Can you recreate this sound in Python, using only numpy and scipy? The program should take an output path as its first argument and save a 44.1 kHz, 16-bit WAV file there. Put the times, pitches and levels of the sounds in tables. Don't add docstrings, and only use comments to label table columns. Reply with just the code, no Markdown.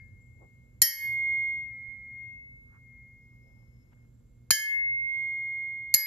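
import sys
import numpy as np
from scipy import signal
from scipy.fft import rfft, irfft
from scipy.io import wavfile
from scipy.ndimage import uniform_filter1d

SR = 44100
rng = np.random.default_rng(int(sys.argv[2]) if len(sys.argv) > 2 else 0)


def transcribe(u):
    v = np.clip(np.atleast_2d(u).T, -1, 1)
    q = np.round(v * 32767).astype(np.int16)
    wavfile.write(sys.argv[1], SR, q)


N = 267246
T = np.arange(N) / SR
LEFT_RIGHT = np.array([[1], [-1]])

# start_s, burst_s, crack_db, crack_tilt_db_per_octave, knock_db, thump_db, thump_sweep_hz,
# echo_db, echo_length_factor, long_mode_db (the last before the swing)
STRIKES = [(.8174, 0.0085, -11, 5, -32, -33.5, 246.8, -33, 1.54, -22),
           (4.5057, 0.0072, -11.5, 0, -18.5, -32.5, 280, -28, 0.94, -15),
           (5.9406, 0.0074, -10.5, 4, -41.5, -36.5, 356, -31.5, .72, -14.5)]
# pitch_hz, initial_t60_s, left_minus_right_db, left_lead_rad,
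# then level_db when struck at the first, second and third spot
HEAD_MODES = [(545, 0.34, -2, -0.3, -47, -59, -47), (1707.5, 0.76, 1, 0.8, -34, -15, -28),
              (1890.5, 0.49, 2, 0.1, -20, -28, -29), (2880, 0.25, 8, -2.8, -38, -34, -43),
              (3137.5, 0.39, 5, 0.7, -23, -16, -41), (3917, 0.23, 5, 0, -30, -25, -28),
              (4242, 0.41, -4, 0.4, -41, -45, -25), (4576, 0.4, -2, 0.5, -23, -26, -33),
              (4888, 0.9, 1, -1.7, -50, -45, -17), (5001, 0.33, 1, -2, -25, -14, -24),
              (5496, 0.32, 1, -1, -11, -21, -19), (5766, 0.47, 1, -1.6, -48, -42, -51),
              (6315, 0.26, 4, 0.1, -43, -39, -40), (6571, 0.33, -1, -1.7, -16, -10, -18),
              (6905, 0.4, 0, 2.5, -27, -21, -24), (7440, 0.29, 1, -2.8, -33, -37, -17),
              (8976, 0.37, 0, 2.7, -17, -13, -26), (9445, 0.33, 2, 2.4, -21, -23, -21),
              (9690, 0.29, 0, 1.9, -29, -35, -41), (10585, 0.23, 0, 1.7, -20, -35, -49),
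              (11060, 0.27, 0, 0.9, -17, -19, -34), (11478, 0.41, 0, 0.7, -9, -22, -4),
              (11670, 0.8, 1, 0.4, -41, -33, -37), (11985, 0.25, 0, 0, -28, -33, -38),
              (12570, 0.25, 0, 0, -33, -35, -29), (13190, 0.16, 0, -0.4, -39, -18, -16),
              (13370, 0.28, 0, -0.7, -17, -37, -28), (13775, 0.27, 0, -0.9, -20, -21, -60),
              (14280, 0.2, 2, 0.1, -33, -40, -60), (14480, 0.15, -2, -1.9, -60, -25, -29)]


def amp(db):
    return 10 ** (np.asarray(db) / 20)


def rms_one(x):
    return x / np.sqrt(np.mean(x ** 2) + 1e-20)


def at_hz(points, hz):
    table_hz, values = np.array(points)[:, :2].T
    return np.interp(np.log(hz + 1), np.log(table_hz), values)


def bell_curve(x, centre, width):
    return np.exp(-.5 * ((x - centre) / width) ** 2)


def stereo_noise(gain, size):
    # pitch_hz, left_lead_rad
    port_lead = [(60, .3), (300, 1.0), (2000, .7), (4500, .1), (6500, -1.5), (8300, -3.2), (12300, -6.3),
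                 (15000, -8.6)]
    # pitch_hz, shared_amplitude (0 to 1)
    likeness = [(60, 0.97), (250, 0.99), (700, 0.1), (3000, .4), (6000, 0.2), (8500, 0.99), (15000, 0.93)]
    hz = np.arange(size // 2 + 1) * SR / size
    shared, own = rfft(rng.standard_normal((2, size)))
    alike = np.clip(at_hz(likeness, hz), 0, 1)
    lead = np.interp(hz, *np.transpose(port_lead))
    right = (alike * shared + np.sqrt(1 - alike ** 2) * own) * np.exp(-1j * lead)
    return hz, gain(hz) * np.array([shared, right])


def coloured(gain, size=N):
    _, spectra = stereo_noise(gain, size)
    return rms_one(irfft(spectra, size))


def patches(per_s):
    count = round(N / SR * per_s) + 2
    return np.interp(T * per_s, np.arange(count), 1.2 * rng.standard_normal(count))


def sinking():
    # returning_depth_db, hold_s (from the blow), return_s, lasting_depth_db
    dips = [(11, .15, .08, 0), (9, .06, .33, 4), (12.5, .2, .1, 0)]
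    sink_s = 0.0037
    level_db = 0
    for blow, (depth_db, hold, back, stays_db) in zip(STRIKES, dips):
        t = T - blow[0]
        depth_now_db = stays_db + depth_db * np.clip(1 - (t - hold) / back, 0, 1)
        level_db = level_db - np.clip(t / sink_s, 0, 1) * depth_now_db
    return level_db


def background():
    # pitch_hz, relative_level_db
    room_low = [(15, -41), (25, -16.5), (54, 0.5), (86, -6), (123, 0), (147, -10.5), (243, -15),
                (271, -18.5), (700, -39.5), (910, -65.5), (1540, -120)]
    # pitch_hz, relative_level_db
    room_high = [(290, -29), (500, 0), (650, -10), (1570, -13.5), (2460, -19.5), (5880, -22), (7210, -12.5),
                 (8700, -32), (9770, -23.5), (12100, -20), (16000, -40)]
    # pitch_hz, level_db (sine peak against rumble rms), width_hz of the noise around it
    hum = [(120.6, -1, 5.4), (238.3, -13.5, 7.5), (370, -28, 3.2), (476, -28.5, 5.5)]
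    quiet_db = -56
    hiss_db, hiss_follows = -79, 1.2
    sunk_db = sinking()

    low = coloured(lambda hz: amp(at_hz(room_low, hz)))
    for hz, db, width in hum:
        waver = coloured(lambda f: bell_curve(f, hz, width))
        low = low + amp(db) * (np.sin(2 * np.pi * hz * T) + .2 * waver)
    low = rms_one(low) * amp(-LEFT_RIGHT)

    high = coloured(lambda hz: amp(at_hz(room_high, hz)))
    stirring = coloured(lambda hz: amp(at_hz(room_high, hz)) * bell_curve(np.log2((hz + 1) / 600), 0, .7))
    high = high + amp(-8.5 + 1.3 * patches(6.3)) * stirring
    return amp(quiet_db + sunk_db) * low + amp(hiss_db + hiss_follows * sunk_db) * high


def singing():
    # time_s, gain_db, left_minus_right_db, left_lead_rad
    swing = [(0, 3, 6.5, -.5), (.12, -13, 17.5, -.8), (.18, -5, 4.5, .1), (.34, -11, 18, .4),
             (.44, -3, 8, 1.2), (.62, -4, 5, 1.2), (.78, -9, 3, 2.3), (.9, -8.5, -3.5, 1.05),
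             (1.14, -.5, -3.5, .95), (1.32, 4.7, -3, .7), (1.5, 4.2, -3.2, .9), (1.62, .3, 1.3, 1.15),
             (1.68, -5.7, 10, .9), (1.74, -4.4, 2.7, -.65), (1.92, -3.4, -12, .15), (1.98, -5.5, -4, -.65),
             (2.22, 1.7, 6.5, .65), (2.48, -2, 2, 3.1), (2.56, -3.5, 1, 3.45), (2.66, -7, -3, 3.0),
             (2.76, -10, -2.7, 2.15), (2.88, -3.8, 8.5, -.1), (3.0, 1.7, 2.2, -.2), (3.3, -2, 1, 1.0),
             (3.55, -4, 9, 1.5), (3.76, -7.5, 7, 3.1), (3.9, -8, 8, 3.4), (4.02, -1, 2.5, 4.4),
             (4.17, -19, 0, 5.1), (4.42, -5, 0, 6.5), (4.56, -9.4, -9, 6.95), (4.62, -2.9, -2.7, 8.55),
             (4.74, 1.5, 7.4, 8.95), (5.04, -1.8, -6, 8.85), (5.22, .5, -5, 7.2), (5.4, 1.2, -1, 6.85),
             (5.64, 3.5, -4, 6.85), (6.06, -.2, -2, 7.05)]
    pitch_hz, start_db, loss_db_per_s = 2143.7, -52, 14
    level_db = start_db - loss_db_per_s * T
    for s, *_, db in STRIKES:
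        level_db = np.where(T >= s, db - loss_db_per_s * (T - s), level_db)
    s, *columns = np.transpose(swing)
    gain_db, pan_db, lead = [uniform_filter1d(np.interp(T, s, c), size=SR // 25) for c in columns]
    level_db = uniform_filter1d(level_db, size=88) + gain_db + sinking()
    turn = 2 * np.pi * pitch_hz * T
    return amp(level_db + LEFT_RIGHT * pan_db / 2) * np.sin(turn + LEFT_RIGHT * lead / 2)


def earlier_blow():
    # pitch_hz, level_db at the start, t60_s
    remnants = [(1707.5, -72.5, .6), (4730, -83.5, 0.29)]
    return sum(amp(db - 60 * T / t60) * np.sin(2 * np.pi * hz * T) for hz, db, t60 in remnants)


def small_sounds():
    # centre_s, length_s (three standard deviations), centre_hz, width_octaves, level_db (before the grain)
    bands = [(0.18, 0.39, 93.1, .07, -56), (0.436, 0.086, 450, 0.75, -62),
             (2.733, 0.097, 1230, 0.46, -68.5), (3.329, 0.08, 1090, 0.23, -85),
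             (3.477, 0.089, 490, 0.38, -70.5), (3.57, 0.15, 700, 0.6, -78), (3.99, 0.21, 900, 1, -82),
             (0.449, 1, 7290, 0.0058, -85), (3.596, .8, 5233, .04, -87.5), (4.191, 0.62, 7320, .007, -85.5)]
    out = 0
    for s, length, hz, width, db in bands:
        band = coloured(lambda f: bell_curve(np.log2((f + 1) / hz), 0, width))
        grain_gain = amp(db + 3.9 * patches(60))
        out = out + grain_gain * bell_curve(T, s, length / 3) * band
    return out


def crack(db, burst_s, tilt_db, t):
    # pitch_hz, relative_level_db
    contact_spectrum = [(410, -67), (700, -41), (1400, -28), (2080, -5), (3600, -24), (4490, 4.5),
                        (5060, -14), (5610, -7.5), (6150, -24), (6830, 6), (8210, -23.5), (9230, 5.5),
                        (10100, -9.5), (13000, -6.5), (16000, -34.5)]
    noise = coloured(lambda hz: amp(at_hz(contact_spectrum, hz) + tilt_db * np.log2((hz + 50) / 6000)), len(t))
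    after_burst = np.maximum(t - burst_s, 0)
    drop_db = 9 * np.minimum(after_burst / .0015, 1) + 60 * after_burst / .07
    return amp(db - 210 * t - drop_db) * np.clip(t / 0.00057, 0, 1) * noise


def knock(db, t):
    turn = 2 * np.pi * 1250 * t - np.array([[0], [.6]])
    return amp(db) * bell_curve(t, 0.001, 0.00042) * np.sin(turn) * amp(1.5 * LEFT_RIGHT)


def thump(db, sweep_hz, t):
    turn = 2 * np.pi * (sweep_hz * 0.00929 * (1 - np.exp(-t / 0.0068)) + 40 * t)
    side = np.exp(-t / 0.01509) * LEFT_RIGHT
    level_db = db - 60 * t / 0.077 + 2.0 * side
    return amp(level_db) * np.sin(turn + .7 * side) * np.clip(t / 0.004554, 0, 1) ** 2


def modes(spot, t):
    out = 0
    for hz, t60, pan_db, lead, *spot_db in HEAD_MODES:
        start, beat, beat_start = rng.random(3)
        turn = 2 * np.pi * (hz * t + start) - lead * np.array([[0], [1]])
        beat_turn = 2 * np.pi * ((5.6 + 8.3 * beat) * t + beat_start)
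        waver = 1 + 0.23 * np.minimum(t / 0.082, 1) * np.sin(beat_turn)
        dying_db = 60 * (t / t60 + t ** 2)
        level_db = spot_db[spot] + pan_db * LEFT_RIGHT / 2 - dying_db
        out = out + amp(level_db) * waver * np.sin(turn)
    return out * np.clip(t / .005, 0, 1)


def near_modes(hz, spot):
    lumps_db = 4 * np.interp(hz, np.arange(600) * 40, rng.standard_normal(600))
    crowd = .3
    for mode in HEAD_MODES:
        strength = amp(0.2 * (mode[4 + spot] + 30))
        crowd = crowd + strength * bell_curve(hz, mode[0], 70)
    return amp(lumps_db) * crowd


def echo(db, longer, spot, t):
    # pitch_hz, relative_level_db
    echo_spectrum = [(300, -49.5), (1000, -27), (1600, -24), (2200, -23.5), (2570, -46), (3080, -14),
                     (3640, -37.5), (4440, -11), (6740, -12.5), (8220, -44.5), (8900, -23.5), (11500, -9),
                     (14200, -21.5), (16000, -81)]
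    # pitch_hz, t60_s
    echo_decay = [(400, .3), (1500, .4), (4500, .45), (7000, 0.34), (10000, 0.59), (15000, .15)]
    hz, spectra = stereo_noise(lambda f: amp(at_hz(echo_spectrum, f)) * near_modes(f, spot), len(t))
    undamped, dying = 0, 0
    for low in 300 * 2 ** np.arange(0, 6, .5):
        band = irfft(spectra * ((hz >= low) & (hz < low * np.sqrt(2))), len(t))
        t60 = longer * at_hz(echo_decay, 1.4 * low)
        undamped = undamped + band
        dying = dying + band * amp(-60 * t / t60)
    return amp(db) * dying / np.std(undamped) * np.clip(t / 0.012, 0, 1)


def blows():
    out, rings, t = np.zeros((2, N)), np.zeros((2, N)), T[:SR]
    for spot, strike in enumerate(STRIKES):
        s, burst_s, crack_db, tilt_db, knock_db, thump_db, sweep_hz, echo_db, longer, _ = strike
        contact = crack(crack_db, burst_s, tilt_db, t) + knock(knock_db, t) + thump(thump_db, sweep_hz, t)
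        add(out, s, contact + echo(echo_db, longer, spot, t))
        add(rings, s, modes(spot, t))
    return out + amp(sinking()) * rings


def add(out, s, piece):
    i = round(s * SR)
    out[:, i:i + piece.shape[1]] += piece[:, :N - i]


def scene():
    return background() + singing() + earlier_blow() + small_sounds() + blows()


def record(dry):
    cutoff_hz = 16500
    rounded = dry / (1 + np.abs(dry / .95) ** 4) ** .25
    return signal.sosfilt(signal.cheby2(12, 70, cutoff_hz, fs=SR, output="sos"), rounded)


dry = scene()
out = record(dry)
transcribe(out)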